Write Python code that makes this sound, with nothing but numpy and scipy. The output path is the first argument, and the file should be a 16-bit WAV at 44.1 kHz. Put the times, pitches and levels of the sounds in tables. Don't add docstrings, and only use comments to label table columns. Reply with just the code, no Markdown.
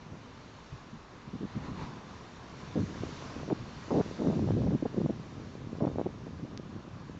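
import sys
import numpy as np
from scipy import signal
from scipy.fft import rfft, irfft, next_fast_len
from scipy.io import wavfile
from scipy.ndimage import uniform_filter1d, map_coordinates

SR = 44100
rng = np.random.default_rng(int(sys.argv[2]) if len(sys.argv) > 2 else 0)


def put_to_file(sound):
    columns = np.atleast_2d(sound).T
    safe = np.clip(columns, -1, 1)
    whole_steps = np.round(safe * 32767)
    wavfile.write(sys.argv[1], SR, whole_steps.astype(np.int16))


N = 317079
TIME = np.arange(N) / SR

# crest time, rise, hold and fall in seconds, spray level and foam level in dB.
SURGES = [(0.42, 0.85, 0.4, 0.27, -65.5, -56.5), (2.108, 0.22, 0.027, 0.28, -65, -56),
          (3.062, 0.9, 0.25, 0.32, -54.5, -48), (3.948, 0.52, 0.046, 1, -55, -49),
          (5.25, 0.4, 0.17, 1.1, -66.5, -65.5), (6.497, 0.3, 0.16, 0.71, -75.5, -66)]
# frequency in Hz, relative spectral level in dB.
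FOAM_SPECTRUM = [(20, -2), (55, 9), (110, 7.5), (280, 5), (440, 0), (620, -1), (800, -1), (1050, 3),
                 (1400, -2.5), (1650, -4), (2200, -9.5), (3200, -9.5), (6000, -38)]
SPRAY_SPECTRUM = [(500, -9), (1500, 4), (2300, 3.5), (2900, -0.5), (3200, -2.5), (3600, 3.5), (4400, 4),
                  (5050, 1.5), (5700, 2), (6700, -1), (7300, -5), (7800, -18), (8300, -33.5), (8900, -48)]
JET_SPECTRUM = [(25, 1), (65, 6.5), (240, 11), (420, 2.5), (700, -1.5), (1050, 4.5), (1550, -5.5),
                (2200, -8), (3200, -15.5), (4200, -12), (7000, -42.5), (8000, -42)]
TICK_SPECTRUM = [(500, -18), (1100, -6), (1700, -2), (3000, -5), (4700, 2), (6300, -3.5), (7300, -17),
                 (8500, -31)]
# start and end in seconds, relative level in dB,
# eddy pitch at mid-gust in Hz, fall of pitch in octaves, growth of level in dB.
GUSTS = [(0.109, 0.149, -41, 92, 0, -1), (0.726, 0.753, -34.5, 72, 0, -6.5),
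         (0.928, 0.972, -46, 139, -0.52, -9), (1.273, 1.288, -42, 115, 0, -6),
         (1.334, 1.361, -35.5, 146, 0.44, 0), (1.407, 1.454, -35.5, 173, 0.19, 3),
         (1.553, 1.589, -34, 161, -0.78, -7), (2.754, 2.789, -28, 216, 0.53, 6),
         (2.789, 2.84, -29, 148, 0.28, -1.5), (3.501, 3.532, -26, 278.4, 0.9, 4.5),
         (3.908, 3.933, -27.5, 285.7, 1, 3), (3.94, 4.015, -24, 295.9, 0.25, 2),
         (4.188, 4.31, -28.5, 230, -0.19, 7), (4.314, 4.379, -32, 218, .3, 3),
         (4.384, 4.451, -30.5, 190, 0.17, -1), (4.459, 4.555, -29.5, 125, 0.35, 5),
         (4.564, 4.698, -30, 192.2, 0.8, -1.5), (4.705, 4.76, -27.5, 179, 0.2, 5),
         (4.823, 4.834, -26, 183, -0.26, -3), (4.854, 4.865, -28, 295, -0.1, -4),
         (4.964, 4.989, -29, 214, 0.19, 7), (4.999, 5.018, -29.5, 220, 0.63, 7),
         (5.03, 5.063, -26.5, 155, -0.68, 5), (5.089, 5.109, -29.5, 240, 0.018, 4),
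         (5.803, 5.814, -31, 315, 0.22, 7), (5.819, 5.83, -29.5, 231, 0.16, -4),
         (5.833, 5.854, -28, 254, -.3, -2), (5.868, 5.881, -25.5, 253, -0.51, 0),
         (6.059, 6.073, -29, 261, 0.042, -2), (6.428, 6.455, -38, 185, -0.75, -9)]
# time in seconds, relative level in dB, pitch in Hz.
LONE_EDDIES = [(3.036, -21.5, 283), (3.039, -32, 260), (3.224, -32.5, 350), (3.365, -27, 238),
               (3.433, -28, 377), (3.48, -29, 300), (3.488, -28, 249), (3.512, -24, 354), (3.883, -32, 332),
               (3.907, -22, 450), (4.062, -29, 250), (4.113, -26.5, 300), (4.221, -17, 290),
               (4.272, -13, 250), (4.312, -26, 450), (4.33, -24.5, 454), (4.394, -23.5, 400),
               (4.426, -20, 180), (4.444, -22, 160), (4.475, -26, 380), (4.489, -21.5, 404),
               (4.507, -16.5, 318), (4.552, -24, 170), (4.664, -32, 300), (4.676, -23.5, 334),
               (4.75, -12, 150), (4.858, -22.5, 416), (4.945, -23, 230), (4.982, -18.5, 250),
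               (5.017, -24, 420), (5.062, -20.5, 386), (5.098, -22, 320), (5.554, -30, 270),
               (5.672, -29.5, 169), (5.731, -25.5, 226), (5.753, -33, 380), (5.786, -29, 230),
               (5.823, -15.5, 228), (5.843, -26, 430), (5.852, -17.5, 330), (5.879, -21, 427),
               (5.888, -27, 260), (5.901, -29, 300), (5.959, -25, 340), (5.985, -17, 380),
               (5.996, -18.5, 390), (6.002, -23.5, 430), (6.014, -17, 340), (6.065, -20.5, 360),
               (6.269, -31, 320), (6.45, -31, 238), (6.598, -29, 247), (6.764, -31.5, 212),
               (6.88, -34, 200), (7.097, -33, 240)]
# time in seconds, relative level in dB.
BREEZE_LEVELS = [(0.0, -51), (1.22, -57.5), (1.52, -48), (1.78, -37.5), (2.0, -53.5), (2.42, -50.5),
                 (2.92, -43.5), (3.88, -46.5), (4.27, -46.5), (4.39, -35), (4.66, -32), (4.79, -42),
                 (5.27, -44.5), (5.92, -43.5), (6.3, -42.5), (7.19, -47)]
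# centre and half width in Hz, gain in dB.
HOUSING_BANDS = [(1650, 48, 1), (3320, 100, -2), (3510, 130, 2), (5250, 150, -1), (5650, 220, 1)]


def foam(steady_db=-54, linger=1.37):
    froth = churn(patchy_db=1.0)
    froth += amp(-15) * bubbles(count=5000, low_hz=393, high_hz=2480, cycles=3.6, spread_db=-1.5)
    *_, surge_dbs = np.transpose(SURGES)
    level = surging(steady_db, surge_dbs, linger) * amp(0.13 * wobble(3.1))
    return level * coloured(froth, FOAM_SPECTRUM)


def spray(steady_db=-65):
    drops = churn(patchy_db=1.5)
    drops += amp(-10.5) * bubbles(count=7000, low_hz=1930, high_hz=6950, cycles=0.68, spread_db=2.0)
    *_, surge_dbs, _ = np.transpose(SURGES)
    level = surging(steady_db, surge_dbs, linger=1) * amp(0.12 * wobble(1.3))
    return level * coloured(drops, SPRAY_SPECTRUM)


def blowhole(level_db=-45, mist_db=-17, flutter_db=2.0):
    jet = coloured(churn(patchy_db=1.5), JET_SPECTRUM)
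    mist = amp(mist_db) * coloured(rng.standard_normal(N), SPRAY_SPECTRUM)
    spout = swell(crest=1.78, rise=0.5, hold=0.05, fall=0.19)
    return spout * amp(level_db + flutter_db * wobble(23)) * (jet + mist)


def wind(limit=0.17, cut_hz=100, burst_cut_hz=58, hump_hz=230, hump_width_hz=130):
    def microphone(hz):
        hump = 1j * hz * hump_width_hz / (hump_hz ** 2 - hz ** 2 + 1j * hz * hump_width_hz)
        return bass_cut(hz, cut_hz, damping=1.1) * (1 + amp(-12) * hump)

    bursts = filtered(gusts() + lone_eddies(), lambda hz: bass_cut(hz, burst_cut_hz, np.sqrt(2)))
    pressure = limit * np.tanh((breeze() + bursts + sputter()) / limit)
    return amp(-1.17) * filtered(pressure, microphone)


def gusts(spread_db=1.3, pitch_spread=0.26, gentle_below_db=-28):
    out = np.zeros(N)
    for start, end, db, hz, fall_octaves, growth_db in GUSTS:
        duration = end - start
        count = int(duration * hz * 1.4) + 2
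        size, pitch = rng.standard_normal((2, count))
        progress = (np.arange(count) + rng.random(count)) / count
        eddy_hz = hz * np.exp(pitch_spread * pitch) * 2 ** (fall_octaves * (0.5 - progress))
        sizes = amp(spread_db * size + growth_db * progress)
        swing = 2.2 + 0.17 * max(gentle_below_db - db, 0)
        burst = eddies(start + duration * progress, sizes, eddy_hz, swing)
        burst_rms = np.sqrt(np.sum(burst ** 2) / (duration * SR))
        out += amp(db) * burst / burst_rms
    return out


def lone_eddies(gain_db=1):
    times, db, hz = np.transpose(LONE_EDDIES)
    return eddies(times, amp(db + gain_db), hz, swing=2.5)


def breeze(count=2100, pitch_hz=120, pitch_spread=0.56, spread_db=3, flutter_db=2.0, gain_db=1.03):
    size, pitch = rng.standard_normal((2, count))
    times = scattered_times(count)
    train = eddies(times, amp(spread_db * size), pitch_hz * np.exp(pitch_spread * pitch), swing=1.88)
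    level_db = np.interp(TIME, *np.transpose(BREEZE_LEVELS))
    return amp(level_db + gain_db + flutter_db * wobble(13)) * unit(train)


def sputter(count=45, over_breeze_db=6, spread_db=1.0, pitch_hz=235, pitch_spread=0.19):
    times = scattered_times(count)
    size, pitch = rng.standard_normal((2, count))
    db = np.interp(times, *np.transpose(BREEZE_LEVELS)) + over_breeze_db - spread_db * size
    return eddies(times, amp(db), pitch_hz * np.exp(pitch_spread * pitch), swing=1.9)


def tick(at_s=6.5757, level_db=-27):
    snap = coloured(signal.unit_impulse(N, int(at_s * SR)), TICK_SPECTRUM)
    return amp(level_db) * snap / snap.max()


def churn(patchy_db):
    spectrogram = signal.stft(rng.standard_normal(N), nperseg=512)[2]
    patches = uniform_filter1d(rng.standard_normal(spectrogram.shape), size=6, axis=0)
    patches = uniform_filter1d(patches, size=16, axis=1)
    splashes = signal.istft(spectrogram * amp(patchy_db * unit(patches)), nperseg=512)[1]
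    return unit(splashes[:N])


def bubbles(count, low_hz, high_hz, cycles, spread_db):
    when, pitch, size = rng.random((count, 3)).T[:, :, None]
    age = np.arange(SR // 100)
    turns = low_hz * (high_hz / low_hz) ** pitch * age / SR
    strength = amp(-spread_db * np.log(np.maximum(size, 1 / count)))
    rings = strength * np.sin(2 * np.pi * turns) * np.exp(-turns / cycles)
    samples = (when * N).astype(int) + age
    return unit(np.bincount(samples.ravel(), rings.ravel(), N)[:N])


def eddies(times, sizes, hz, swing):
    samples = (times[:, None] * SR).astype(int) + np.arange(-SR // 80, SR // 80)
    phase = 2 * np.pi * hz[:, None] * (samples / SR - times[:, None]) / swing
    lean = np.exp(2j * np.pi * rng.random((len(times), 1)))
    shapes = (lean / (1 - 1j * phase) ** (swing + 1)).real
    pulses = sizes[:, None] * shapes * np.hanning(samples.shape[1])
    inside = (samples >= 0) & (samples < N)
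    return np.bincount(samples[inside], pulses[inside], N)


def surging(steady_db, surge_dbs, linger):
    power = amp(steady_db) ** 2
    for (crest, rise, hold, fall, *_), db in zip(SURGES, surge_dbs):
        power += (amp(db) * swell(crest, rise * linger, hold, fall * linger)) ** 2
    return np.sqrt(power)


def swell(crest, rise, hold, fall):
    before = np.maximum(crest - TIME, 0)
    after = np.maximum(TIME - crest - hold, 0)
    return amp(-10 * (before / rise + after / fall))


def scattered_times(count):
    return (np.arange(count) + rng.random(count)) * N / SR / count


def wobble(rate):
    return map_coordinates(rng.standard_normal(int(N * rate / SR) + 4), [TIME * rate])


def coloured(x, spectrum):
    points_hz, db = np.transpose(spectrum)
    return unit(filtered(x, lambda hz: amp(np.interp(np.log(hz + 1), np.log(points_hz), db))))


def filtered(x, response):
    length = next_fast_len(N + SR // 4)
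    hz = np.fft.rfftfreq(length, 1 / SR)
    return irfft(rfft(x, length) * response(hz), length)[:N]


def bass_cut(hz, edge_hz, damping):
    return hz ** 2 / (hz ** 2 - edge_hz ** 2 - 1j * damping * hz * edge_hz)


def amp(db):
    return 10 ** (np.asarray(db) / 20)


def unit(x):
    return x / np.sqrt(np.mean(x ** 2) + 1e-20)


def scene():
    return (foam() + spray() + blowhole() + wind() + tick())[None]


def record(dry):
    top_hz, taper_hz = 8870, 400

    def response(hz):
        housing_db = sum(db * np.exp(-((hz - centre) / width) ** 2) for centre, width, db in HOUSING_BANDS)
        return amp(housing_db) * np.clip((top_hz - hz) / taper_hz, 0, 1)

    return filtered(dry[0], response)[None]


dry = scene()
out = record(dry)
put_to_file(out)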